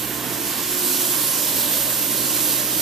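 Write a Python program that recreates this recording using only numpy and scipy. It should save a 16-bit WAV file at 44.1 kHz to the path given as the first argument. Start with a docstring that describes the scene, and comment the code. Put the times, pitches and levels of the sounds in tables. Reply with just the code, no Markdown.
"""Wet street, heard from above: a street sweeper drives out from behind a tree.
Brushes and water hiss as shaped random spectra, over a low roar made the same way.
Wavering sines give the engine's firing tones, pump whine, fan hum, a faint tone and a brief drone.
Two close microphone ports hear it louder on the right; the band ends near 14 kHz."""
import sys
import numpy as np
from scipy import signal
from scipy.io import wavfile
from scipy.ndimage import uniform_filter1d

SR = 44100
rng = np.random.default_rng(int(sys.argv[2]) if len(sys.argv) > 2 else 0)


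def wav_out(sig):
    """Save sig, one row per channel (or a flat mono array), as 16-bit PCM at SR to the path in sys.argv[1]."""
    wavfile.write(sys.argv[1], SR, np.round(np.clip(np.atleast_2d(sig).T, -1, 1) * 32767).astype(np.int16))


N = 123921  # samples
HOP = 256  # samples between spectrum frames

# Brush hiss during the pass: (time [s], gain [dB], treble tilt [dB/octave], share of port phase lead [0-1.5],
# lift of the top band [dB], shift of left minus right [dB])
HISS_PASS = [(0, -28.5, 0.5, .1, -1, 0), (.22, -30, -1, 0.1, -0.5, 0), (.4, -27.5, -1, 0.9, -1.5, 0),
             (.66, -26, -0.5, .8, -2, 0.5), (.87, -22.5, 1, 0.82, -2, 0.5), (1.2, -22, 1, 0.91, -3, 0),
             (1.48, -22.5, 0.5, .8, -3, 0), (1.62, -23, 0, 0.87, 0.5, 0.5), (1.75, -23, -1, .8, 1, 0),
             (1.9, -24, 0, 1.07, -1.5, 0.5), (2.14, -23.5, 0.5, 1.2, -3, -.3),
             (2.3, -23.5, -0.5, 1.28, -3.5, 0), (2.45, -21.5, 1, 1.37, -2.5, -.7),
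             (2.62, -24.5, -0.5, 1.4, -2, -0.5), (2.81, -24, 0.5, 1.4, -1, -0.5)]
# Brush hiss spectrum: (frequency [Hz], relative density [dB])
HISS_SPECTRUM = [(900, -42), (1400, -16), (2300, -11.5), (3000, -6), (4500, -5.5), (7000, -6),
                 (10500, -5.5), (12500, -2), (13600, 1.5), (14000, 3), (14300, -2)]
HISS_FALL_DB_PER_OCTAVE, TILT_PIVOT_HZ, TOP_START_HZ = -60, 6900, 11000

# Roar gains: (time [s], low roar [dB], upper roar [dB], bodywork band [dB])
ROAR_GAINS = [(0, -34, -35.5, -54), (.3, -35.5, -35, -55), (.58, -37, -35.5, -51), (.85, -34.5, -37, -44.5),
              (1.3, -37.5, -35, -42.5), (1.7, -35.5, -34.5, -38), (2.05, -36.5, -36.5, -42),
              (2.4, -35.5, -36, -41), (2.81, -36, -35, -41.5)]
# Low roar spectrum: (frequency [Hz], relative density [dB])
LOW_ROAR_SPECTRUM = [(15, -57), (25, -41), (81, -22.5), (123, -11), (215, -2), (296, 2.5), (335, -1),
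                     (394, -6.5), (480, -14), (620, -56), (1060, -120)]
# Upper roar spectrum: (frequency [Hz], relative density [dB])
UPPER_ROAR_SPECTRUM = [(300, -15), (420, -3), (500, -6), (680, -5.5), (810, -6.5), (1040, -2), (1280, -8.5),
                       (1600, -6), (2200, -11), (3200, -11), (4500, -40)]
# Bodywork resonance: (frequency [Hz], relative density [dB])
BODYWORK_SPECTRUM = [(440, -34), (520, -4), (575, -1), (640, -7), (740, -22)]

# Engine orders: (time [s], second order [Hz], second-order level [dB], first-order level [dB])
ENGINE_ORDERS = [(0, 125.8, -43.5, -55), (.3, 127.4, -44, -58), (.6, 127, -49, -54), (.82, 129, -56, -55.5),
                 (1.0, 129.8, -50.5, -64), (1.22, 130, -42.5, -64), (1.45, 129, -48, -62),
                 (1.6, 127.3, -47.5, -55), (2.05, 127.2, -43, -57), (2.5, 127.2, -45.5, -55),
                 (2.81, 128.4, -46, -51)]
# Pump whine: (time [s], fundamental [Hz], level [dB], third-harmonic level [dB])
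PUMP_WHINE = [(0, 351, -49, -45), (.3, 351, -47, -49), (.45, 351.2, -41, -54), (.6, 355.5, -49, -46),
              (.72, 360, -37, -48.5), (1.05, 358.8, -37, -53), (1.2, 356, -43.5, -43), (1.5, 352, -52, -48),
              (1.9, 356, -52, -56), (2.15, 354.7, -48, -47), (2.33, 359, -36, -45), (2.5, 357.8, -43, -49),
              (2.81, 357, -46.5, -56)]
PUMP_SECOND_DB, PUMP_FOURTH_DB = -13, -12.5  # relative to the fundamental
# Fan hum: (time [s], frequency [Hz], level [dB])
FAN_HUM = [(0, 302.4, -44), (.2, 302, -41), (.45, 300.2, -43), (.8, 305.4, -48), (1.13, 308.3, -43),
           (1.4, 302.6, -44), (1.6, 302.6, -43.5), (2.0, 305.5, -44), (2.3, 301.6, -40.5),
           (2.6, 304.3, -42), (2.81, 303.4, -39)]
# Faint tone near 1 kHz: (time [s], frequency [Hz], level [dB])
FAINT_TONE = [(0, 1010, -58), (.9, 1014, -57), (1.3, 1019, -50), (1.65, 1010, -52), (2.1, 1018, -52.5),
              (2.81, 1015, -56)]
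# Brief drone: (start [s], end [s], base pitch [Hz])
DRONE_SPAN = (0.05, 0.525, 224.5)
# Drone harmonics: (multiple of base pitch [-], level [dB])
DRONE_HARMONICS = [(2, -45), (3, -46.5), (4, -52), (6, -53.5), (7, -55), (8, -50.5)]
DRONE_FADE_S = 0.046

# Likeness of the two ports: (frequency [Hz], likeness [0-1])
PORT_LIKENESS = [(60, .75), (150, .92), (330, .98), (900, .95), (1500, .83), (2300, .66), (2900, .6),
                 (3700, .82), (4400, .68), (5600, .6), (7000, .52), (9000, .46), (14000, .44)]
# Port balance: (frequency [Hz], left minus right [dB])
PORT_BALANCE = [(60, -4.5), (99, -7.5), (160, -6), (270, -7.5), (450, -8.5), (740, -6), (1220, -6.0),
                (2010, -5.5), (3320, -2), (5480, -1.5), (9050, -4.5), (14900, -7)]
# Phase lead of the left port at share 1: (frequency [Hz], lead [rad])
PORT_LEAD = [(60, 0), (3500, 0), (5600, -.15), (7000, -.9), (10000, -1.2), (12000, -1.8), (14200, -2.1)]
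BAND_EDGE_HZ = 14225


def brushes(t):
    """Bristles and water on the wet road: dense random hiss, quieter at first behind the tree."""
    def shape_db(hz, time_s):
        _, tilt_db, _, top_db, _ = curves(HISS_PASS, time_s)
        tilt_octaves = np.log2((hz + 1) / TILT_PIVOT_HZ)
        top = np.clip(3 * np.log2((hz + 1) / TOP_START_HZ), 0, 1)  # full after 1/3 octave
        spectrum_db = read(HISS_SPECTRUM, hz, HISS_FALL_DB_PER_OCTAVE)
        return spectrum_db + tilt_db * tilt_octaves + top_db * top
    return rush(shape_db, curves(HISS_PASS, t)[0], patchy_db=0.86, swell_db=0.47)


def roar(t):
    """Broadband rumble of engine and fan, an upper roar, and noise in a bodywork resonance."""
    low_db, upper_db, body_db = curves(ROAR_GAINS, t)
    low = rush(lambda hz, _: read(LOW_ROAR_SPECTRUM, hz, -18), low_db, patchy_db=0.5, swell_db=0.5)
    body = rush(lambda hz, _: read(BODYWORK_SPECTRUM, hz, -40), body_db, patchy_db=-0.7, swell_db=0.2)
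    upper = rush(lambda hz, _: read(UPPER_ROAR_SPECTRUM, hz, -11), upper_db, patchy_db=0.96, swell_db=0.9)
    return low + body + upper


def engine(t):
    """First and second firing orders, an octave apart, as two sines."""
    second_hz, second_db, first_db = curves(ENGINE_ORDERS, t)
    first = tone(second_hz / 2, first_db, waver_db=3.5, wander=0.002, skew_rad=0.52)
    second = tone(second_hz, second_db, waver_db=-1.0, wander=0.0016, skew_rad=0.55)
    return first + second


def pumps(t):
    """Pump whine: a gliding fundamental with its second to fourth harmonics."""
    hz, level_db, third_db = curves(PUMP_WHINE, t)
    levels_db = [level_db, level_db + PUMP_SECOND_DB, third_db, level_db + PUMP_FOURTH_DB]
    return sum(tone(k * hz, db, waver_db=1.0, wander=0.0015, skew_rad=0.2)
               for k, db in enumerate(levels_db, start=1))


def fan(t):
    """Fan hum: one sine near 300 Hz with wandering pitch."""
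    return tone(*curves(FAN_HUM, t), waver_db=0.0, wander=0.0048, skew_rad=0.16)


def drone(t):
    """Brief stack of harmonics without its fundamental."""
    start_s, end_s, hz = DRONE_SPAN
    window = np.clip(np.minimum(t - start_s, end_s - t) / DRONE_FADE_S, 0, 1)
    return window * sum(tone(k * hz + 0 * t, db) for k, db in DRONE_HARMONICS)


def faint_tone(t):
    """One faint sine near 1 kHz, wavering in level and pitch."""
    return tone(*curves(FAINT_TONE, t), waver_db=1.5, wander=0.004)


def rush(shape_db, gain_db, patchy_db, swell_db):
    """Noise from random short-time spectra with drifting patches and a swell shared by all bins."""
    frames = N // HOP + 5
    hz = np.fft.rfftfreq(4 * HOP, 1 / SR)[:, None]
    t = np.arange(frames) * HOP / SR
    a, b, c, d, patches = rng.standard_normal((frames, len(hz), 5)).T
    patches = uniform_filter1d(patches, size=24, axis=0)  # over bins
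    patches = evened(uniform_filter1d(patches, size=16, axis=1))  # over frames
    swell_hz = np.geomspace(3, 30, 20)
    swell = evened(sum(np.sin(2 * np.pi * (f * t + rng.random())) for f in swell_hz))
    bin_gain = amp(shape_db(hz, t) + patchy_db * patches + swell_db * swell)
    _, _, share, _, shift_db = curves(HISS_PASS, t)
    spectra = ports(a + 1j * b, c + 1j * d, hz, share, shift_db) * bin_gain
    x = signal.istft(spectra, nperseg=4 * HOP, noverlap=3 * HOP)[1][:, :N]
    return amp(gain_db) * x / np.sqrt(np.mean(x.mean(0) ** 2))  # unit RMS of the port mean, then gain


def tone(hz, level_db, waver_db=-0.5, wander=0.0034, skew_rad=0.36):
    """A sine wavering in level (RMS dB) and pitch (RMS fraction); port phase drifts by skew (RMS)."""
    slow = rng.standard_normal((N, 3)).T
    pitch, level, phase = (evened(uniform_filter1d(uniform_filter1d(v, size=1500), size=1500))
                           for v in slow)
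    turn = 2 * np.pi * (np.cumsum(hz * (1 + wander * pitch)) / SR + rng.random())
    side = amp(read(PORT_BALANCE, np.mean(hz)))
    both = np.array([side * np.cos(turn + skew_rad * phase), np.cos(turn)])
    return np.sqrt(2) * 2 / (1 + side) * amp(level_db + waver_db * level) * both


def ports(a, b, hz, share, shift_db):
    """Spreads noise over two ports by likeness, phase and balance; their sum keeps its power."""
    same = np.clip(read(PORT_LIKENESS, hz), 0, 1)
    side = amp(read(PORT_BALANCE, hz) + shift_db)
    lead_rad = read(PORT_LEAD, hz) * share
    left = side * (same * a + np.sqrt(1 - same ** 2) * b) * np.exp(1j * lead_rad)
    return 2 * np.array([left, a]) / np.sqrt(1 + side ** 2 + 2 * side * same * np.cos(lead_rad))


def curves(table, t):
    """Every column after time, joined by straight lines."""
    time_s, *columns = np.transpose(table)
    return [np.interp(t, time_s, column) for column in columns]


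def read(points, hz, fall_db=0):
    """Reads a spectrum on a log axis, changing by fall_db per octave outside its ends."""
    f, value = np.transpose(points)
    octaves_out = abs(np.log2(np.clip(hz, f[0], f[-1]) + 1) - np.log2(hz + 1))
    return np.interp(np.log(hz + 1), np.log(f + 1), value) + fall_db * octaves_out


def evened(x):
    """Scales to unit RMS."""
    return x / np.sqrt(np.mean(abs(x) ** 2) + 1e-20)


def amp(db):
    """Decibels to amplitude ratio."""
    return 10 ** (np.asarray(db) / 20)


def scene():
    """Sums all sources at the two ports."""
    t = np.arange(N) / SR
    return brushes(t) + roar(t) + engine(t) + pumps(t) + fan(t) + drone(t) + faint_tone(t)


def record(dry):
    """Band limit: a steep linear-phase low-pass on both ports."""
    lowpass = signal.firwin(2047, BAND_EDGE_HZ, window=("kaiser", 9), fs=SR)
    return signal.oaconvolve(dry, lowpass[None], "same")


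dry = scene()
out = record(dry)
wav_out(out)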